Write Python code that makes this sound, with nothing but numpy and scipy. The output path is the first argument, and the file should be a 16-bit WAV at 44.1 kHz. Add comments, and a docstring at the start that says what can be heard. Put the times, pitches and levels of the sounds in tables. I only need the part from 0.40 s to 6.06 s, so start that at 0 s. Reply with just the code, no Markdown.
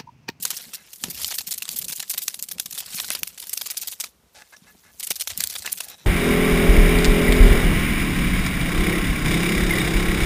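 """Outdoors on concrete, a large winged insect thrashes inside a mesh net draped over a plastic basket.
Each wing stroke is a short gritty scrape: clumped friction noise shaped by the spectrum of the mesh.
Some strokes slap with a sharp crack, a click and a rattle; body thumps excite the modes of the basket walls.
For about a second the strokes pause while the net rubs on the resonant basket ribs; then they resume.
Shaking adds a lumpy rumble, over a faint coloured noise of still air."""
import sys
import numpy as np
from scipy import signal
from scipy.fft import rfft, irfft, next_fast_len
from scipy.io import wavfile
from scipy.ndimage import uniform_filter1d

SR = 44100
rng = np.random.default_rng(int(sys.argv[2]) if len(sys.argv) > 2 else 0)


def boost_factor(decibels):
    """Convert a level in decibels to a linear amplitude factor."""
    exponent = np.asarray(decibels, float) / 20
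    return 10 ** exponent


def to_wav(sig):
    """Store sig (one row per channel, or 1-D mono) as 16-bit WAV at the path in sys.argv[1].

    Samples outside -1..1 are clipped; the rate is SR.
    """
    pcm = np.clip(np.atleast_2d(sig), -1, 1) * 32767
    pcm = np.round(pcm).astype(np.int16)
    wavfile.write(sys.argv[1], SR, pcm.T)  # frames by channels


N = 249606   # length [samples]

# wing strokes scraping the mesh: (time [s], relative level [dB], contact [ms])
WING_STROKES = [(0.023, -25.5, 19.4), (0.052, -13.5, 3.1), (0.103, -22, 12.2), (0.165, -28.5, 17),
                (0.332, -28.5, 26.6), (0.531, -30.5, 7.8), (0.559, -38, 4.2), (0.638, -18.5, 4.7),
                (0.684, -28, 2.1), (0.699, -26, 17), (0.745, -29.5, 9.2), (0.774, -32, 17),
                (0.815, -25, 8.3), (0.829, -24.5, 9), (0.844, -18, 4.2), (0.862, -30, 6.4),
                (0.878, -25, 9.8), (0.905, -25.5, 14), (0.919, -25.5, 9), (0.939, -25, 14), (0.953, -27, 8),
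                (0.981, -20, 13.5), (1.003, -30, 15), (1.066, -27, 26), (1.107, -24, 12), (1.117, -19, 11),
                (1.137, -25.5, 10), (1.177, -25, 11), (1.22, -26, 12.3), (1.253, -24, 1.5),
                (1.279, -27, 4.8), (1.29, -18, 2.8), (1.306, -30, 40.5), (1.358, -27.5, 28),
                (1.387, -22.5, 8.8), (1.414, -25, 13), (1.442, -26.5, 12), (1.482, -21, 4.7),
                (1.488, -28, 23.4), (1.52, -25.5, 16.4), (1.553, -32, 32), (1.596, -21, 11),
                (1.624, -25.5, 6.9), (1.678, -28, 1.5), (1.695, -22, 26), (1.733, -27.5, 16),
                (1.775, -22.5, 15.3), (1.817, -26.5, 23.3), (1.877, -22, 11.3), (1.941, -23, 5.1),
                (1.99, -27, 8.3), (2.026, -28.5, 18.5), (2.085, -26.5, 7.2), (2.112, -23.5, 11),
                (2.182, -27, 2.7), (2.199, -18.5, 3.9), (2.257, -26, 9), (2.308, -21, 2.8),
                (2.325, -25.5, 6.8), (2.349, -16.5, 0.63), (2.375, -24.5, 23), (2.403, -21.5, 5.9),
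                (2.46, -29.5, 5), (2.544, -28, 8), (2.575, -29, 15), (2.598, -15.5, 4.7),
                (2.645, -26.5, 8.1), (2.68, -29.5, 7.7), (2.71, -25, 28), (2.749, -21, 7.6),
                (2.789, -31.5, 8.8), (2.834, -23, 2.9), (2.872, -21.5, 4.4), (2.976, -31.5, 9.7),
                (2.997, -25, 5.9), (3.017, -32.5, 25), (3.07, -22, 0.78), (3.094, -21.5, 2.8),
                (3.13, -19, 9.2), (3.172, -19.5, 7.8), (3.212, -20.5, 7.6), (3.257, -25.5, 16),
                (3.3, -24, 19.5), (3.368, -23, 16.6), (3.412, -27.5, 22.7), (3.472, -22.5, 14.4),
                (3.513, -31, 27), (3.602, -19, 11.4), (3.639, -20.5, 5.1), (3.667, -41, 1.5),
                (4.596, -26.5, 13.5), (4.627, -27, 24), (4.669, -22, 6.9), (4.702, -19, 17.4),
                (4.756, -26.5, 14.3), (4.797, -22, 5.5), (4.804, -21.5, 19), (4.873, -21, 7.5),
                (4.894, -28.5, 26), (4.976, -15, 1.3), (5.004, -10, 2.5), (5.037, -20, 8.3), (5.07, -30, 6),
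                (5.097, -27.5, 16), (5.118, -31.5, 25.5), (5.151, -28.5, 15), (5.183, -28.5, 11),
                (5.221, -31, 12), (5.258, -24, 7.5), (5.318, -24.5, 13), (5.358, -37, 4.6),
                (5.372, -31, 17), (5.403, -21.5, 7.8), (5.433, -34.5, 21), (5.483, -28, 3.4),
                (5.498, -33.5, 6.4)]


def rms_one(x):
    """Normalisation: scale to unit root-mean-square."""
    return x / np.sqrt(np.mean(x ** 2) + 1e-20)


def drift(rate_hz):
    """Slow random modulation of unit rms: noise through two equal one-pole low-passes."""
    r = np.exp(-2 * np.pi * rate_hz / SR)
    noise = rng.standard_normal(N + SR)
    return rms_one(signal.lfilter([1], [1, -2 * r, r * r], noise)[SR:])   # without the first second, to settle


def in_time(s, values):
    """Linear interpolation between points in time."""
    return np.interp(np.arange(N) / SR, s, values)


def coloured(x, points, weight=lambda octave: 1):
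    """Spectral shaping at constant white-noise rms; weight then picks a part of the spectrum."""
    size = next_fast_len(N)
    octave = np.log2(np.arange(size // 2 + 1) * SR / size + 1)
    hz, db = np.transpose(points)
    shape = rms_one(boost_factor(np.interp(octave, np.log2(hz), db)))
    return irfft(rfft(x, size) * shape * weight(octave), size)[:N]


def bandpass(x, low_hz, high_hz):
    """Band limitation by a Butterworth filter."""
    return signal.sosfilt(signal.butter(2, [low_hz, high_hz], "band", fs=SR, output="sos"), x)


def decay(x, t60):
    """Exponential relaxation: each click falls by 60 dB in t60 seconds."""
    return signal.lfilter([1], [1, -boost_factor(-60 / (t60 * SR))], x + 1e-18)


def ring(x, hz, t60):
    """Damped resonance: a unit click starts a decaying sine of initial height 1."""
    r, w = boost_factor(-60 / (t60 * SR)), 2 * np.pi * hz / SR
    return signal.lfilter([0, np.sin(w)], [1, -2 * r * np.cos(w), r * r], x + 1e-18)


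def contact(rows):
    """Contact pressure: touch, sagging hold, lift and shivering cloth; long contacts rise and fall slower."""
    power, t_ms = np.zeros(N), np.arange(SR // 4) * 1000 / SR
    for s, level_db, ms in rows:
        after = np.maximum(t_ms - ms, 0)
        touch = 1 - np.exp(-t_ms / (0.65 + 0.076 * ms))
        hold = touch * boost_factor(level_db - 5.54 * np.minimum(t_ms / ms, 1))
        # release and faint shiver weight the power, so the level falls by half these dB
        lift = boost_factor(-71.0 * after / (6.1 + 0.2 * ms)) + boost_factor(-31.0 - 0.66 * after)
        i = int(s * SR)
        power[i:i + len(t_ms)] += (hold ** 2 * lift)[:N - i]
    return np.sqrt(power)


def grit():
    """Stick-slip friction: threads slip in clumps of finer snaps, and some let go with a tick."""
    ticks_per_s, tick_db, tick_spread_db, tick_t60_s = 130, 3.5, 0.5, 0.0032   # over the scrape
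    even_ms = 8   # the grit keeps a steady strength over this span
    heights = boost_factor(tick_db + tick_spread_db * rng.standard_normal(N))
    snaps = (rng.random(N) < ticks_per_s / SR) * heights
    ticks = decay(snaps, tick_t60_s)
    clumps = boost_factor(3.4 * drift(106) + 1.6 * drift(2100)) * (1 + ticks)
    clumps = clumps / np.sqrt(uniform_filter1d(clumps ** 2, size=int(even_ms * SR / 1000)))
    return rms_one(rng.standard_normal(N) * clumps)


def still_air():
    """Stationary background: white noise coloured by the spectrum of the still air."""
    # spectrum of the air: (frequency [Hz], relative level per Hz [dB])
    air_spectrum = [(24, -49), (40, -5), (96, -21), (118, -27), (392, -2.5), (11600, -15), (16000, -17)]
    return boost_factor(-64.5) * coloured(rng.standard_normal(N), air_spectrum)


def basket():
    """Modal excitation: soft blows ring the walls; shaking rumbles in the same modes and below."""
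    # body against the basket: (time [s], relative blow level [dB])
    thump_table = [(0.641, -30), (1.077, -42.5), (1.497, -41), (2.255, -44), (2.545, -36), (4.22, -45),
                   (4.707, -40), (4.985, -36), (5.26, -47)]
    # modes of the basket walls: (frequency [Hz], relative level [dB], 60 dB decay time [s])
    wall_modes = [(183.5, 0, 0.086), (227, 2, 0.038)]
    # shaking of the basket: (time [s], rumble of the walls [dB], deep rumble [dB])
    shake_table = [(0.0, -52, -78), (0.58, -66.5, -73), (0.65, -38, -77), (0.79, -56, -50.5),
                   (1.27, -62.5, -76.5), (1.33, -46.5, -58), (1.62, -62, -83), (2.65, -58.5, -64),
                   (4.2, -70.5, -73.5), (4.32, -56, -67), (4.4, -67, -69), (4.7, -62.5, -64.5),
                   (4.87, -78, -58.5), (5.0, -48, -50), (5.04, -61, -59), (5.638, -62.5, -75),
                   (5.66, -28, -67)]
    s, blow_db = np.transpose(thump_table)
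    blows = np.zeros(N)
    blows[(s * SR).astype(int)] = boost_factor(blow_db)
    # two running means soften each blow
    blows = uniform_filter1d(uniform_filter1d(blows, size=70), size=70)
    # the light basket radiates no deep bass
    blows = signal.sosfilt(signal.butter(2, 120, "high", fs=SR, output="sos"), blows + 1e-18)
    thumps = sum(boost_factor(db) * ring(blows, hz, t60) for hz, db, t60 in wall_modes)

    shake = rng.standard_normal(N) * boost_factor(4.8 * drift(34))   # lumpy noise
    modes = sum(boost_factor(db) * rms_one(ring(shake, hz, t60)) for hz, db, t60 in wall_modes)
    walls = rms_one(rms_one(bandpass(shake, 102, 465)) + boost_factor(-2.5) * modes)
    deep = rms_one(bandpass(shake, 49, 107))
    s, wall_db, deep_db = np.transpose(shake_table)
    rumble = boost_factor(in_time(s, wall_db)) * walls + boost_factor(in_time(s, deep_db)) * deep
    return rumble + thumps


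def rubs():
    """Friction-driven resonance: cloth on plastic hisses and rings the ribs, most near the touch."""
    # net on the ribs: (time [s], relative level [dB], contact [ms], pitch of the rib nearest the touch [Hz])
    rub_table = [(.36, -51, 66, 2160), (2.704, -20, 3, 2650), (2.75, -23.5, 2, 2650), (3.944, -37, 78, 860),
                 (4.019, -33.5, 4, 1750), (4.123, -39.5, 25, 1710), (4.163, -44, 6.6, 5700),
                 (4.26, -48.5, 51, 1760), (4.431, -50.5, 80, 1750), (5.246, -29.5, 23, 1780),
                 (5.274, -20, 2.9, 2650), (5.42, -40, 130, 840), (5.489, -44.5, 60, 3900),
                 (5.578, -52, 69, 3750)]
    # resonances of the ribs: (frequency [Hz], relative level [dB], 60 dB decay time [s])
    rib_modes = [(856, -13, 0.02), (1720, -5, 0.04), (2100, -5, 0.013), (2650, -2, 0.011), (3900, 0, 0.01),
                 (5700, 4, 0.005)]
    hiss_db, loss_db_per_octave = -4, 16   # ribs further in pitch from the touch ring less
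    slide = grit()
    out = boost_factor(hiss_db) * bandpass(slide * contact([row[:3] for row in rub_table]), 500, 7000)
    for hz, db, t60 in rib_modes:
        reached = [(s, level_db - loss_db_per_octave * abs(np.log2(hz / near_hz)), ms)
                   for s, level_db, ms, near_hz in rub_table]
        # a longer ring gathers more noise, hence the division
        gain = boost_factor(db) / np.sqrt(t60 * SR / 20)
        out += gain * ring(slide * contact(reached), hz, t60)
    return out


def drag():
    """Sliding contact: pressure before and after each stroke, over a clumpy crawl; powers add."""
    # legs and body dragging along the mesh between strokes: (time [s], level [dB])
    crawl_table = [(0.0, -48), (0.14, -37.5), (0.38, -56.5), (0.61, -48), (0.88, -33.5), (0.99, -50),
                   (1.46, -61), (1.91, -41), (2.05, -84), (2.43, -49.5), (2.561, -31.5), (2.69, -39),
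                   (2.84, -59.5), (3.26, -43.5), (3.5, -44), (3.64, -62), (3.7, -87), (3.99, -60),
                   (4.11, -60.5), (4.52, -60), (4.67, -55), (4.79, -96), (4.89, -44), (5.26, -43),
                   (5.35, -44), (5.5, -55.5), (5.66, -60)]
    lead_db, lead_ms = -24, 8.9   # the wing brushes the mesh just before it bears down, relative to the stroke
    back_db, back_ms = -21.5, 30.3   # the wing slides back after the stroke, relative to it
    clump_db, clump_rate_hz = 2, 19
    back = contact([(s + ms / 1000, db + back_db, back_ms) for s, db, ms in WING_STROKES])
    lead = contact([(max(s - lead_ms / 1000, 0), db + lead_db, lead_ms) for s, db, ms in WING_STROKES])
    crawl = boost_factor(in_time(*np.transpose(crawl_table)) + clump_db * drift(clump_rate_hz))
    return np.sqrt(back ** 2 + lead ** 2 + crawl ** 2)


def wings():
    """Source and filter: scrapes and cracks excite the mesh; a flat contact moves more cloth, duller."""
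    # stiff wing edge cracking on the net: (time [s], relative level [dB], dullness before band weighting [dB])
    slap_table = [(0.052, -2, 3), (0.105, -1.5, 4.5), (0.6386, 0.5, 17.5), (1.223, -3, 0.5),
                  (1.291, -2, -0.5), (1.78, 0, -4), (1.8817, 1.5, 8.5), (2.0255, -1.5, -14), (2.1987, 4, 3),
                  (2.601, -2.5, 12.5), (2.7039, 5.5, 3.5), (2.8327, 5.5, 4.5), (3.5249, -8.5, 5),
                  (3.601, -5, 2), (4.709, 0, 15.5), (4.874, -2.5, 7.5), (4.976, -4, -13), (5.007, 5, 1.5),
                  (5.0389, 7, 0.5), (5.073, 0, -15), (5.264, -5.5, 8), (5.3284, 1.5, -15)]
    # spectrum of the mesh: (frequency [Hz], relative level per Hz [dB])
    mesh_spectrum = [(220, -27.5), (650, -17.5), (1300, -15.5), (2500, -6), (4300, 0), (14000, 2.5),
                     (15200, 2.5), (16000, -29)]
    # how slack the net hangs: (time [s], dullness of lows against highs before band weighting [dB])
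    slack_table = [(0, 6), (0.9, 2.5), (1.6, -1), (2.3, 0), (2.75, 6), (3.0, 1), (5.65, 2.5)]
    s, slap_db, slap_dull_db = np.transpose(slap_table)
    starts = (s * SR).astype(int)
    slaps = np.zeros(N)
    slaps[starts] = boost_factor(slap_db)
    dull_db = in_time(*np.transpose(slack_table)) + 5.9 * drift(27.0)
    for i, db in zip(starts, slap_dull_db):
        dull_db[i - 60:i + 250] = db   # each slap sets its own dullness
    dull_db = uniform_filter1d(dull_db, size=60)

    # a crack is a two-sided snap and a brief noisy rattle
    snap = slaps - 0.42 * np.roll(slaps, 3)
    rattle = decay(slaps, 0.0034) * rng.standard_normal(N)
    scrape = np.hypot(contact(WING_STROKES), drag()) * grit()
    drive = scrape + boost_factor(-12.5) * snap + boost_factor(-9.5) * rattle

    out = 0
    for centre in np.arange(8, 14.3, 1 / 5):   # overlapping triangular bands, in octaves above 1 Hz
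        part = coloured(drive, mesh_spectrum, lambda octave: np.clip(1 - 5 * abs(octave - centre), 0, 1))
        # dullness lifts bands below 7 kHz and lowers those above
        lean = np.clip((np.log2(7000) - centre) * 0.38, -0.4, 0.9)
        # each touch rings other threads
        out = out + part * boost_factor(lean * (dull_db + 3.0) + 2.84 * drift(44.4))
    return out


def scene():
    """Superposition of insect, net, basket and still air, in one channel."""
    return (wings() + rubs() + basket() + still_air())[None]


def band_limit(x):
    """A steep low-pass at the top of the band."""
    return signal.sosfilt(signal.butter(12, 16490, fs=SR, output="sos"), x)


def record(dry):
    """Band limits and saturation: the microphone drops deep bass and rounds cracks; the top is cut."""
    mix = signal.sosfilt(signal.butter(2, 45, "high", fs=SR, output="sos"), dry)
    mix = 0.75 * np.tanh(mix / 0.75)
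    # at least 26 dB down from 15.5 kHz upward
    mix = signal.sosfilt(signal.cheby2(10, 26, 15500, fs=SR, output="sos"), mix)
    return band_limit(mix)


dry = scene()
out = record(dry)
to_wav(out)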